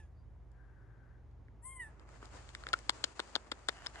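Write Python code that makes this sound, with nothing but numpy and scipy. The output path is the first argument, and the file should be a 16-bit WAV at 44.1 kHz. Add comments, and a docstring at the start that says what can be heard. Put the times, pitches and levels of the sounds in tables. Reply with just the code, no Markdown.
"""Beside a quiet wooded road, a fawn gives one thin, arching bleat, a harmonic tone shaped by the
resonances of mouth and nose. Before it come the dying end of an earlier bleat, a faint chirp and a far,
hoarse call, all over soft air and the low hum of distant machinery. Then a hand shifts on the recorder:
sliding skin makes friction noise, and stick-slip of the grip rings the modes of the case in sharp
double ticks, about six a second, nearer the left microphone port."""
import sys
import numpy as np
from scipy import signal
from scipy.fft import rfft, irfft
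from scipy.io import wavfile
from scipy.ndimage import uniform_filter1d

SR = 44100
rng = np.random.default_rng(int(sys.argv[2]) if len(sys.argv) > 2 else 0)


def generate_wav(sig):
    """Save sig (samples, or channels by samples) to the path in sys.argv[1] as 16-bit PCM at SR."""
    pcm = np.round(np.clip(np.atleast_2d(sig).T, -1, 1) * 32767).astype(np.int16)
    wavfile.write(sys.argv[1], SR, pcm)


N = 176400
TIME = np.arange(N) / SR
PORT_LAG_S = .00013  # the hand's sounds reach the right port later


def undb(db):
    """Amplitude ratio of a level."""
    return 10 ** (np.asarray(db) / 20)

def unit(x):
    """Normalisation to rms 1."""
    return x / np.sqrt(np.mean(x ** 2))

def curves(rows):
    """Linear interpolation of each column of a time table."""
    times, *columns = np.array(rows, float).T
    return [np.interp(TIME, times, column) for column in columns]

def gain_at(hz, envelope):
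    """Gain of a spectral envelope, interpolated in log frequency."""
    f, db = np.array(envelope, float).T
    return undb(np.interp(np.log(hz + 1e-3), np.log(f), db))

def wander(rate_hz):
    """Smooth random modulation with a spread near 1."""
    k = int(SR / rate_hz)
    steps = np.repeat(rng.standard_normal(N // k + 1), k)
    return 1.34 * uniform_filter1d(uniform_filter1d(steps, k), k)[:N]

def colour(x, envelope):
    """Filtering by a spectral envelope, to rms 1."""
    return unit(irfft(rfft(x) * gain_at(np.fft.rfftfreq(N, 1 / SR), envelope), N))

def noise(correlation):
    """Partly correlated white noise at the two ports."""
    common = np.sqrt(correlation) * rng.standard_normal(N)
    return common + np.sqrt(1 - correlation) * rng.standard_normal((2, N))

def pan(db):
    """Gains for a level difference, left over right."""
    return undb(np.array([[db], [-db]]) / 2)

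def delay(x, seconds):
    """Fractional delay by linear phase shift."""
    return irfft(rfft(x) * np.exp(-2j * np.pi * np.fft.rfftfreq(N, 1 / SR) * seconds), N)

def reverberate(x, decay_s):
    """Convolution with exponentially decaying diffuse reflections."""
    cloud = rng.standard_normal(SR // 2) * np.exp(-np.arange(SR // 2) / SR / decay_s)
    return signal.fftconvolve(x, cloud / np.linalg.norm(cloud))[:N]


# Partials of the hum: f/Hz, level/dB, modulation depth/dB
HUM_PARTIALS = [(53.8, -56, -0.5), (75.9, -61.5, 4.5), (107.5, -69, 9), (121.5, -66, 4), (161.2, -75, -1.5)]
# Spectral envelope of the rumble: f/Hz, relative level/dB
RUMBLE_SPECTRUM = [(20, -20.5), (40, 2.5), (62, 5.5), (85, 1.5), (130, -1), (200, -19.5), (400, -51.5)]
# Slow fading of both: t/s, relative level/dB
MACHINE_FADE = [(0, -0.5), (1.5, -2.5), (2.8, -2), (3.1, -10), (3.6, -6.5), (4, -4)]

def machinery():
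    """Random amplitude and frequency modulation makes a distant hum waver over low rumble."""
    hum = 0
    for hz, db, depth_db in HUM_PARTIALS:
        phase = 2 * np.pi * np.cumsum(hz * (1 + .0087 * wander(5.88))) / SR
        hum += np.sqrt(2) * undb(db + depth_db * np.tanh(wander(6.6))) * np.sin(phase)
    rumble = undb(-61) * colour(noise(correlation=.2), RUMBLE_SPECTRUM)
    return (hum + rumble) * pan(db=-1) * undb(curves(MACHINE_FADE)[0])


# Spectral envelope of outdoor air: f/Hz, relative level/dB
AIR_SPECTRUM = [(100, -13.5), (160, -5), (350, -7), (550, -12.5), (950, -14.5), (1400, -22.5),
                (2000, -25.5), (2700, -34), (4500, -40.5), (7000, -42), (9000, -70), (11000, -79)]

def air(level_db=-68, swell_db=1):
    """Broadband ambient noise swells slightly under slow amplitude modulation."""
    hush = colour(noise(correlation=.71), AIR_SPECTRUM)
    return hush * undb(level_db + swell_db * np.tanh(wander(1.86)))


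# The earlier bleat's end, then the full bleat: t/s, f/Hz, level/dB of fundamental, mouth and nasal buzz
DYING_BLEAT = [(0, 886, -69, -62, -78), (.04, 830, -81, -73.5, -101), (.08, 825, -98, -88, -100)]
FULL_BLEAT = [(1.62, 914, -74, -84, -80), (1.634, 930, -71, -74, -66.5), (1.654, 1030, -60, -63.5, -54.5),
              (1.676, 1042, -56.5, -64, -55.5), (1.70, 1060, -60, -57.5, -62),
              (1.733, 1060, -60.5, -54.5, -62), (1.747, 1055, -64, -65, -63.5),
              (1.77, 1025, -60.5, -59, -58), (1.792, 1019, -62.5, -55, -69), (1.801, 980, -62, -41.5, -62),
              (1.822, 950, -67, -44, -65.5), (1.848, 880, -75, -52.5, -69), (1.875, 870, -70, -57, -80.5),
              (1.91, 830, -74, -81, -100)]
# Spectral envelopes of the mouth and of the nasal buzz: f/Hz, relative level/dB
MOUTH_FORMANTS = [(1650, -2), (1900, 0), (2150, -3), (2550, -27), (2850, -24.5), (3200, -16), (3400, -36.5),
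                  (3750, -19.5), (4100, -57), (4750, -29), (5700, -41), (6600, -26), (7600, -49)]
NASAL_SPECTRUM = [(5000, -82), (6300, -37), (7100, -25), (7450, -3.5), (7800, -12), (8400, -6), (9000, -8),
                  (9450, -1.5), (10000, -3), (10600, -4.5), (11300, -42)]

def fawn(call, opens_s, overtone_db, phase_spread, opening_s=.073, jitter=.003, shimmer_db=.9):
    """Source and filter: mouth and nose weight a harmonic voice, which rasps as the mouth opens."""
    hz, fundamental_db, mouth_db, buzz_db = curves(call)
    hz = uniform_filter1d(hz, size=SR // 70) * (1 + jitter * wander(150))
    opening = np.clip((TIME - opens_s) / opening_s, 0, 1)
    nasal_hz = np.where(TIME > opens_s - .13, 8300, 9900)  # the nasal resonance steps down
    rasp_rate_hz = 521.2
    rasp = .13 * np.maximum(opening, .12) * wander(rasp_rate_hz)
    phase = 2 * np.pi * np.cumsum(hz) / SR + rasp / 3
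    voiced = (TIME > call[0][0]) & (TIME < call[-1][0])
    envelope = np.sqrt(2) * uniform_filter1d(1. * voiced, SR // 200)
    envelope *= (1 + rasp) * undb(shimmer_db * wander(65))
    oral = undb(fundamental_db) * np.sin(phase)
    oral += undb(mouth_db) * gain_at(2 * hz, MOUTH_FORMANTS) * np.sin(2 * phase)
    buzz = 0
    for k in range(3, 14):
        muffle_db = (-20 if k > 3 else -3) * (1 - opening)  # a closed mouth damps the overtones
        hoarse = np.sin(k * phase + phase_spread * (1 + opening) / 2 * wander(rasp_rate_hz))
        oral += hoarse * gain_at(k * hz, MOUTH_FORMANTS) * undb(mouth_db + overtone_db + muffle_db)
        peak_db = 7 * np.exp(-((k * hz - nasal_hz) / 670) ** 2)
        flicker_db = 2.8 * wander(44.43)
        buzz += np.sin(k * phase) * gain_at(k * hz, NASAL_SPECTRUM) * undb(buzz_db + peak_db + flicker_db)
    return envelope * (oral * pan(db=-2.5) + buzz * pan(db=9.5))

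def woods(voice, echo_db=-15.5, t60_s=.14, echo_delay_s=.018):
    """Scattering by the trees adds a short reverberation to the direct sound."""
    left, right = voice
    direct = np.array([left, delay(right, seconds=.00005)])
    echo = [delay(reverberate(side, t60_s / np.log(1000)), echo_delay_s) for side in voice]
    return direct + undb(echo_db) * np.array(echo)


def bird(at_s=.194, half_length_s=.035, hz=4720, peak_db=-85):
    """A frequency-modulated tone under a Gaussian envelope makes one thin, distant chirp."""
    phase = 2 * np.pi * np.cumsum(hz * (1 + .022 * wander(400))) / SR
    return undb(peak_db) * np.exp(-((TIME - at_s) / half_length_s) ** 2) * np.sin(phase)


# Contour of the far call: t/s, f/Hz, level/dB
FAR_CONTOUR = [(.48, 1567, -101), (.525, 1550, -81), (.61, 1603, -73.5), (.7, 1573, -75),
               (.81, 1544, -73.5), (.88, 1570, -75), (1.0, 1523, -75), (1.13, 1512, -74), (1.24, 1450, -91)]
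# Spectral envelope of its hoarseness: f/Hz, relative level/dB
HOARSE_SPECTRUM = [(700, -31), (1200, -3.5), (1650, 3), (1950, -7), (2400, -25.5), (4000, -38)]

def far_call(waver=.03, hoarse_db=2.5):
    """Scattering by trees blurs a wavering note far to the left; a band of noise makes it hoarse."""
    hz, db = curves(FAR_CONTOUR)
    phase = 2 * np.pi * np.cumsum(hz * (1 + waver * wander(90.3))) / SR
    note = unit(reverberate(np.sin(phase), decay_s=.023))
    hoarseness = undb(hoarse_db) * colour(noise(correlation=.6), HOARSE_SPECTRUM)
    return unit(note + hoarseness) * undb(db) * pan(db=8)


# Slips of the grip: t/s, level/dB, tilt/(dB per octave), accent level/dB, accent f/Hz
GRIP_SLIPS = [(.517, -65, 11, -1, 5000), (1.09, -58, -8, 9, 560), (1.313, -58, 2, 4, 1430),
              (1.484, -53, -10, 17.5, 1900), (1.9965, -35, -2, 10.5, 1430), (2.2275, -37, -10.5, 15, 1300),
              (2.2555, -39.5, 8.5, 14.5, 1430), (2.4905, -33, 2.5, 12, 1470),
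              (2.5502, -23.5, 4.5, 25, 1520), (2.6372, -26.5, -0.5, 14, 1400),
              (2.6680, -17, -4.5, 11.5, 1430), (2.6884, -19.5, -0.5, 0, 1430), (2.7317, -4.5, 0, 11.5, 990),
              (2.7895, -30.5, 4.5, 13, 1430), (2.8949, 2, -0.5, 7, 875), (2.8968, -19, 6.5, 0.5, 8500),
              (2.9032, -18.5, 4.5, 3, 1430), (3.0409, -2.5, -0.5, 5.5, 3950), (3.0442, -3.5, -1, -3, 1900),
              (3.1944, -10, -2.5, 18, 1140), (3.1963, -17.5, -9, -1, 950), (3.2009, -3, -0.5, 4.5, 875),
              (3.3530, -27, -11, -6, 1310), (3.3544, -6.5, -2.5, 10, 4360), (3.3612, -3.5, -2, 4, 1000),
              (3.5165, -17.5, 3, 3, 3400), (3.5186, -5.5, -3, 5.5, 1420), (3.5224, -15, -3, 8, 330),
              (3.6858, -31, 13, -4, 7000), (3.6867, -2, 0.5, 8.5, 1250), (3.6896, -11, -5, 3, 1430),
              (3.6921, -5.5, -3.5, -2, 437), (3.8627, -11.5, -2, 1, 1630),
              (3.8679, -10.5, -2.5, 13.5, 5000), (3.9575, -27.5, -5, 15.5, 1480)]
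# Modes of the case: f/Hz, bandwidth/Hz, level/dB, right port relative to left/dB
CASE_MODES = [(330, 276, -3, -4.5), (584, 204, -4, -12), (949, 453, 1.5, -9), (1364, 386, 0.5, -3),
              (1900, 900, 3, 1), (3410, 920, 7.5, -15.5), (4264, 1280, 4.5, -12), (5075, 560, 5, -9),
              (5530, 430, -1.5, -20), (7200, 1040, 0.5, -17.5), (8970, 650, -5, -8),
              (10580, 820, -16.5, 2.5)]

def grip_creaks(squeak_s=2.7355, squeak_hz=1369.5, grit_db=-3.5, accent_octaves=.38):
    """Stick-slip friction: each slip is a gritty impulse that rings the modes, slightly detuned."""
    # seven rapid slips fuse into one squeak
    squeak = [(squeak_s + k / squeak_hz, -11, -3.5, 14, 1412) for k in range(7)]
    age = np.arange(-(SR // 200), SR // 50) / SR
    rise_s, decay_s = .0009, .00081
    ports = np.zeros((2, N + len(age)))
    for at_s, slip_db, tilt_db, accent_db, accent_hz in GRIP_SLIPS + squeak:
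        grit = rng.standard_normal(len(age)) * np.exp(np.minimum(age / rise_s, -age / decay_s))
        push = (age == 0) + undb(grit_db) * grit / np.linalg.norm(grit)
        detune = 1 + .035 * rng.standard_normal()
        start = int((at_s + age[0]) * SR)
        for k, (hz, width_hz, mode_db, right_db) in enumerate(CASE_MODES):
            contact_db = accent_db * np.exp(-(np.log2(hz / accent_hz) / accent_octaves) ** 2)
            gain = undb(slip_db + mode_db + tilt_db * np.log2(hz / 2000) + contact_db)
            resonator = signal.iirpeak(hz * detune, hz / width_hz, fs=SR)
            mode = (-1) ** k * signal.lfilter(*resonator, signal.lfilter(*resonator, push))
            ports[:, start:start + len(age)] += gain * mode * undb([[0], [right_db]])
    return np.array([ports[0, :N], delay(ports[1, :N], PORT_LAG_S)])

def case_response(ticks, ring_db=-12.5, ring_top_hz=2500, gap_hz=2530, gap_width_hz=210):
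    """Free decay and antiresonance: the case's low modes linger, and a notch lies between two modes."""
    tails = [reverberate(side, decay_s=.007) for side in ticks]
    ring = undb(ring_db) * signal.lfilter(*signal.butter(1, ring_top_hz, fs=SR), tails)
    hollow = signal.lfilter(*signal.iirnotch(gap_hz, gap_hz / gap_width_hz, fs=SR), ticks + ring)
    return signal.sosfilt(signal.butter(2, [200, 10500], "band", fs=SR, output="sos"), hollow)


# Course of the rubbing: t/s, scuff level/dB, hiss level/dB
RUB_LEVELS = [(1.6, -110, -130), (1.85, -66, -83), (2.05, -67.5, -85.5), (2.09, -62, -73.5),
              (2.2, -63, -72), (2.38, -56.5, -64), (2.52, -64, -69), (2.6, -61, -67.5), (2.7, -59, -67.5),
              (2.83, -61.5, -67), (3.0, -58, -64.5), (3.15, -60, -66), (3.3, -61.5, -67.5),
              (3.45, -62, -73), (3.62, -62, -71.5), (3.78, -62.5, -65.5), (3.9, -60, -67),
              (4.0, -61.5, -66.5)]
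# Harder scrapes: t/s, half length/s, level/dB
SCRAPE_SWELLS = [(2.232, 0.013, -64), (2.394, 0.025, -65), (3.808, 0.074, -57.5), (3.975, 0.026, -56.5)]
# Spectral envelopes of scuff, hiss and scrape: f/Hz, relative level/dB
SCUFF_SPECTRUM = [(120, -8), (280, 2), (700, 1), (1300, 0), (1900, -5.5), (2700, -13), (4000, -41)]
HISS_SPECTRUM = [(1500, -8), (2800, 1), (3700, -2.5), (4700, 0.5), (5800, -3), (7100, 1.5), (8500, -6),
                 (9700, -12.5), (11000, -38.5)]
SCRAPE_SPECTRUM = [(400, -35), (700, 9), (1000, 0.5), (1600, 6), (2050, 2), (2450, -10), (2900, 2.5),
                   (3700, -18), (4700, -17), (6500, -26)]

def skin_rubbing(catches_per_s=900, spread_db=7):
    """Sliding friction: skin on the case makes noise full of tiny catches, modulated by its pressure."""
    scuff_db, hiss_db = curves(RUB_LEVELS)
    catches = (rng.random(N) < catches_per_s / SR) * rng.standard_normal(N)
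    catches = unit(catches * undb(spread_db * np.minimum(rng.exponential(size=N), 2)))
    grains = undb(-8) * np.array([catches, delay(catches, PORT_LAG_S)])
    pressure = undb(2.3 * wander(45))
    scuff = colour(noise(correlation=.37) + grains, SCUFF_SPECTRUM) * undb(scuff_db)
    hiss = colour(noise(correlation=.028) + grains, HISS_SPECTRUM) * undb(hiss_db)
    swells = sum(undb(db) * np.exp(-((TIME - at_s) / half_s) ** 2) for at_s, half_s, db in SCRAPE_SWELLS)
    scrape = colour(noise(correlation=.7) + undb(4.5) * grains, SCRAPE_SPECTRUM) * swells
    return pressure * (scuff + hiss * pan(db=9) + scrape * pan(db=-1.5))


def scene():
    """Superposition of the fawn, the hand and the surroundings."""
    bleats = woods(fawn(FULL_BLEAT, opens_s=1.785, overtone_db=2, phase_spread=.8))
    bleats += woods(fawn(DYING_BLEAT, opens_s=-.073, overtone_db=14.5, phase_spread=1.5))
    hand = case_response(grip_creaks()) + skin_rubbing()
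    return bleats + hand + machinery() + air() + far_call() + bird()

def record(dry):
    """Band limiting: a steep low-pass filter cuts the treble above 11.4 kHz."""
    return signal.sosfilt(signal.ellip(8, .2, 70, 11400, fs=SR, output="sos"), dry)


dry = scene()
out = record(dry)
generate_wav(out)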